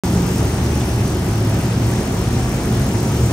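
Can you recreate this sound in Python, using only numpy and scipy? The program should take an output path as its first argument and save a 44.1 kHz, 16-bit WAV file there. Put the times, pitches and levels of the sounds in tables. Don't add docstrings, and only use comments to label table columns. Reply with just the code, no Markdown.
import sys
import numpy as np
from scipy import signal
from scipy.fft import rfft, irfft
from scipy.io import wavfile
from scipy.ndimage import uniform_filter1d

SR = 44100
rng = np.random.default_rng(int(sys.argv[2]) if len(sys.argv) > 2 else 0)


def output_pcm(signal):
    pcm = np.clip(np.atleast_2d(signal).T, -1, 1) * 32767
    wavfile.write(sys.argv[1], SR, np.round(pcm).astype(np.int16))


def volts_from_decibels(level):
    exponent = np.asarray(level, float) / 20
    return 10 ** exponent


N = 146412
SIZE = 147456
SPECTRUM_HZ = np.arange(SIZE // 2 + 1) * SR / SIZE
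TIME_S = np.arange(N) / SR


def rms_one(x):
    return x / np.sqrt(np.mean(x ** 2) + 1e-20)


def back(spectra):
    return irfft(spectra, SIZE)[..., :N]


def in_time(rows):
    s, value = np.transpose(rows)
    return np.interp(TIME_S, s, value)


def at_hz(points, hz):
    p = np.array(points, float)
    return np.interp(np.log(hz + 1), np.log(p[:, 0] + 1), p[:, 1])


def drift(rate_hz):
    r = np.exp(-2 * np.pi * rate_hz * 40 / SR)
    noise = rng.standard_normal(N // 40 + 2002)
    slow = signal.lfilter([1], [1, -2 * r, r * r], noise)[2000:]
    return np.interp(np.arange(N) / 40, np.arange(len(slow)), rms_one(slow - slow.mean()))


# middle in seconds, half length in seconds, pitch in Hz, level in dB.
FLAME_SURGES = [(0.126, 0.089, 74, 6.5), (0.217, 0.16, 180, 10), (.4, 0.085, 115, 6.5),
                (.65, 0.22, 74.6, 7.5), (.62, 0.026, 108, 7.5), (.95, .12, 114, 4.5),
                (1.19, .12, 117, -8.5), (1.275, .08, 74, 6.5), (1.5, 0.11, 104, 8.5),
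                (1.596, 0.039, 212, 3.5), (1.827, 0.15, 106, 4), (2.036, 0.057, 103, -15),
                (2.2, 0.24, 74.5, 0), (2.5, 0.48, 51, 6.5), (2.452, 0.25, 128, 2.5),
                (2.627, 0.027, 115, -18), (2.767, 0.057, 121, 3), (2.85, 0.076, 74, 4),
                (2.9, 0.18, 210, 5.5), (2.97, 0.088, 115, 5.5), (3.1, 0.16, 51, -12), (3.165, .07, 134, 4),
                (3.22, 0.036, 74, 6), (3.272, 0.063, 106, 7), (.04, .05, 201, -8), (0.085, .06, 834, 8),
                (0.296, 0.071, 232, -0.5), (.3, 0.082, 390, 3), (.52, 0.077, 760, 5), (.57, .05, 60, 13),
                (.6, 0.08, 150, -6), (0.878, 0.031, 111, 5), (1.152, 0.052, 360, 4.5), (1.3, 0.1, 541, -2),
                (1.352, 0.039, 135, -8), (1.694, 0.2, 820, -3), (1.9, .1, 140, -5), (1.94, 0.087, 403, 3.5),
                (2.082, .07, 560, 2), (2.21, .08, 1900, -7), (2.452, .08, 2300, 2), (2.69, 0.05, 222, 3.5),
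                (2.8, .06, 303, -12), (2.946, 0.16, 950, 4), (3.05, 0.13, 1500, -5.5), (.85, .1, 3100, 3.5),
                (1.15, .06, 3500, 3), (1.294, 0.037, 3300, -7), (2.855, 0.037, 400, 4)]


def surge_db(hz, reach):
    t = np.arange(0, N + 64, 64) / SR
    total = 0
    for middle_s, half_s, surge_hz, db in FLAME_SURGES:
        total = total + db * np.exp(-(np.log(hz / surge_hz) / reach) ** 2 - ((t - middle_s) / half_s) ** 2)
    return np.interp(TIME_S, t, total)


# pitch in Hz, lead in radians.
MIC_LEAD = [(400, 0), (860, .5), (1810, .5), (2240, 1.7), (3800, 2.5), (4050, 6.7), (4900, 7.5),
            (7000, 7.4)]
# pitch in Hz, level in dB.
MIC_BALANCE = [(60, 0), (300, -.1), (550, .6), (1000, 2.2), (1400, 1.8), (2200, 2), (3000, .9), (5500, 1.4)]
# pitch in Hz, level in dB.
ROOM_DIFFUSE = [(110, -39), (250, -24), (550, -10), (1000, -5.5), (1800, -4.5), (2700, -1.8), (3700, -1.2),
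                (4300, -3.4)]


def ports(direct):
    turn = volts_from_decibels(at_hz(MIC_BALANCE, SPECTRUM_HZ) / 2) * np.exp(.5j * at_hz(MIC_LEAD, SPECTRUM_HZ))
    share = volts_from_decibels(at_hz(ROOM_DIFFUSE, SPECTRUM_HZ))
    diffuse = rfft(rng.standard_normal(N), SIZE) * share * [[1], [-1]]
    both = rfft(rms_one(direct), SIZE) + diffuse
    return both * [turn, 1 / turn] / np.sqrt(1 + share ** 2)


def coloured(spectra, colour, patchy_db, shared_db):
    place = 2 * np.log2((SPECTRUM_HZ + 1) / 20)
    low_hz, high_hz = colour[0][0], colour[-1][0]
    shaped = spectra * volts_from_decibels(at_hz(colour, SPECTRUM_HZ)) * (SPECTRUM_HZ > low_hz * .5)
    out, together = 0, drift(1.9)
    for k in range(int(2 * np.log2(low_hz / 40)), int(2 * np.log2(high_hz / 20)) + 2):
        mask = np.cos(np.pi / 2 * np.clip(place - k, -1, 1)) ** 2
        flame_db = 0.51 * surge_db(20 * 2 ** (k / 2), reach=.25)
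        level_db = patchy_db * drift(10.3) + shared_db * together + flame_db
        out = out + back(shaped * mask) * volts_from_decibels(level_db)
    return rms_one(out)


def ringing(modes, patchy_db, count=1, steady=0):
    out, drives = 0, [back(ports(rng.standard_normal(N))) for _ in range(2)]
    for k, (hz, width_hz, level_db) in enumerate(modes):
        r = np.exp(-np.pi * width_hz / SR)
        poles = [1, -2 * r * np.cos(2 * np.pi * hz / SR), r * r]
        rung = drives[k % 2]
        for _ in range(count):
            rung = signal.lfilter([1, 0, -1], poles, rung)
        power = uniform_filter1d(rms_one(rung)[0] ** 2, size=int(SR / hz)) + 0.089
        evened = rms_one(rung / power ** (steady / 2))
        swell_db = surge_db(hz, reach=.1) + patchy_db * drift(1.9)
        out = out + volts_from_decibels(level_db + swell_db) * evened
    return out


# time in seconds, level in dB.
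ROAR_LEVEL = [(0.05, -12), (0.07, -16), (0.76, -17.5), (1.07, -15.5), (1.1, -16.5), (1.54, -17),
              (1.65, -18.5), (1.9, -15), (1.92, -17), (2.68, -17.5), (2.79, -14), (2.81, -16), (3.29, -15),
              (3.31, -15.5)]
# time in seconds, level in dB.
COOLING_DRAUGHT = [(0.05, -32), (0.34, -30.5), (0.35, -32), (0.39, -30.5), (0.66, -32), (2.4, -30),
                   (2.42, -32.5), (2.87, -31), (2.88, -31), (3.25, -32.5), (3.27, -36.5), (3.31, -30.5)]
# pitch in Hz, level in dB per Hz.
AIR_COLOUR = [(42, -23), (62, -11.5), (130, -5), (380, -11), (490, -18.5), (780, -18), (1100, -23.5),
              (2300, -28.5)]
# pitch in Hz, width in Hz, level in dB.
DUCT_MODES = [(51.4, 6.3, -9.5), (73.3, 9.2, -4), (106.4, 12.8, -0.5), (124.7, 14.5, -0.5), (134, 18.7, -9),
              (180, 9.8, -6.5), (210, 22.7, -7), (257.3, 37, -9.5), (320.4, 36, -9.5), (358.8, 15.4, -9),
              (406.3, 42, -12.5)]


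def roar():
    level_db, draught_db = in_time(ROAR_LEVEL), in_time(COOLING_DRAUGHT)
    last_hz, last_db = AIR_COLOUR[-1]
    falling = list(AIR_COLOUR) + [(last_hz * 2, last_db - 7)]
    air = coloured(ports(rng.standard_normal(N)), falling, patchy_db=1.0, shared_db=0.22)
    air_swing_db = 0.58 * (draught_db - draught_db.mean())
    ducts = rms_one(ringing(DUCT_MODES, patchy_db=-0.5, count=2, steady=0.72))
    return volts_from_decibels(level_db.mean() + air_swing_db - 5.5) * air + volts_from_decibels(level_db - 1.5) * ducts


# pitch in Hz, width in Hz, level in dB.
CASING_MODES = [(468, 8, -46), (541, 8, -44), (660, 12, -46), (775, 14, -46), (834, 14, -48),
                (942, 12, -49), (1155, 10, -53), (1254, 8, -52), (1356, 8, -55), (1670, 8, -57),
                (2284, 8, -57), (2850, 7, -58)]


def casing():
    return volts_from_decibels(1.5) * ringing(CASING_MODES, patchy_db=2.5, steady=0.25)


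# time in seconds, rustle level in dB.
STIR_EFFORT = [(0.05, -33), (0.06, -34.5), (0.15, -36), (0.82, -34.5), (0.84, -36), (2.3, -36.5),
               (3.31, -34)]
# pitch in Hz, level in dB per Hz.
BEAN_COLOUR = [(1880, -9), (3200, -5), (3950, -7), (5950, 0), (7960, -2), (9510, -1.5), (13000, -8),
               (14100, -6.5), (15500, -11)]
# pitch in Hz, width in Hz, level in dB.
TRAY_MODES = [(4864, 8, -25), (5226, 9, -22), (5292, 9, -22), (5315, 8, -21), (5652, 9, -22),
              (5840, 9, -22), (6056, 6, -19), (6164, 10, -21), (6687, 8, -23), (7011, 9, -24)]


def beans():
    hits_per_s = 5000 * volts_from_decibels(2.5 * drift(15.0))
    sizes = volts_from_decibels(2.5 * np.minimum(rng.exponential(1, N), 5)) * rng.choice([-1, 1], N)
    hits = sizes * (rng.random(N) < hits_per_s / SR)
    hiss = volts_from_decibels(-1) * rng.standard_normal(N)
    first_hz, first_db = BEAN_COLOUR[0]
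    rising = [(first_hz * 0.57, first_db - 18)] + list(BEAN_COLOUR)
    rustle = coloured(ports(rms_one(hits) + hiss), rising, patchy_db=0.7, shared_db=0.53)
    tray = volts_from_decibels(2.0) * ringing(TRAY_MODES, patchy_db=0.0)
    return volts_from_decibels(in_time(STIR_EFFORT) + 1.5) * (rustle + tray)


# start in seconds, peak level in dB, pitch in Hz.
BEAN_FLICKS = [
    (.803, -45, 3420),
    (.810, -31, 3450),
    (.810, -34, 3100),
    (.812, -36, 2550),
    (.817, -43, 3000),
]


def flicks():
    out = 0
    for start_s, peak_db, hz in BEAN_FLICKS:
        age = np.maximum(TIME_S - start_s, 0)
        out = out + volts_from_decibels(peak_db - 60 * age / 0.029) * np.sin(2 * np.pi * hz * age)
    return out


def scene():
    return roar() + casing() + beans() + flicks()


PUFF_RANGE = (10350, 13050)
WHOLE_MOMENTS = [.878, 1.235]
# lowest pitch in Hz, highest pitch in Hz, share of time dropped, share of time wide.
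PATCHY_BANDS = [(6900, 7600, 0, .07), (7600, 8300, 0, .025), (8300, 9000, 0, .015), (8800, 8950, .06, 0),
                (9150, 9300, .08, 0), (9500, 9650, .1, 0), (9750, 9950, .2, 0), (9950, 10130, .6, 0),
                (10130, 10330, .8, 0), (10350, 11000, .17, .11), (11000, 11700, .17, .14),
                (11700, 12400, .18, .15), (12400, 13050, .36, .16), (13100, 13300, .78, 0),
                (13300, 13500, .7, 0), (13500, 13700, .3, 0), (13700, 14500, .02, .02),
                (13900, 14050, .08, 0), (14500, 15300, 0, .03), (14900, 15050, .08, 0),
                (15300, 15750, .03, .03)]


def puffs(x):
    frame_len, puff_s = 1024, .001
    mid = rfft(x[0] + x[1], SIZE) / 2 * (SPECTRUM_HZ < 15750)
    side = rfft(x[0] - x[1], SIZE) / 2 * (SPECTRUM_HZ < 6890)

    frames = np.arange(N) / frame_len
    frame, count = frames.astype(int), N // frame_len + 2
    burst = np.exp(-.5 * ((frames % 1 - .5) * frame_len / SR / puff_s) ** 2)
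    puff_db = 9 + 1.5 * rng.standard_normal(count)
    puff = volts_from_decibels(-10) + volts_from_decibels(puff_db)[frame] * burst
    whole = np.any([np.abs(TIME_S - s) < .025 for s in WHOLE_MOMENTS], axis=0)
    puff[whole] = 1
    in_range = (SPECTRUM_HZ > PUFF_RANGE[0]) * (SPECTRUM_HZ < PUFF_RANGE[1])
    puffed = mid + rfft(back(mid * in_range) * (puff - 1), SIZE)

    mid_out, side_out = back(puffed), back(side)
    for low_hz, high_hz, dropped, wide in PATCHY_BANDS:
        in_band = (SPECTRUM_HZ >= low_hz) & (SPECTRUM_HZ < high_hz)
        band, plain = back(np.array([puffed, mid]) * in_band)
        hold = 1 if wide else 2
        chance = rng.random(count)[np.arange(count) // hold]
        growth = .8 * wide / (dropped + wide) * np.linspace(-1, 1, count)
        chance = (chance / (1 + growth))[frame]
        gone = uniform_filter1d((chance < dropped) * 1. * ~whole, size=384)
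        mid_out -= band * gone * (1 - volts_from_decibels(-35))
        side_out += plain * uniform_filter1d((chance < wide) * 1., size=frame_len) * volts_from_decibels(1.5)
    return np.array([mid_out + side_out, mid_out - side_out])


def band_limit(x):
    return signal.sosfilt(signal.butter(12, 15960, fs=SR, output="sos"), x)


def record(dry):
    start_s = .0362
    mix = puffs(dry) * (np.arange(N) >= start_s * SR)
    return band_limit(mix)


dry = scene()
out = record(dry)
output_pcm(out)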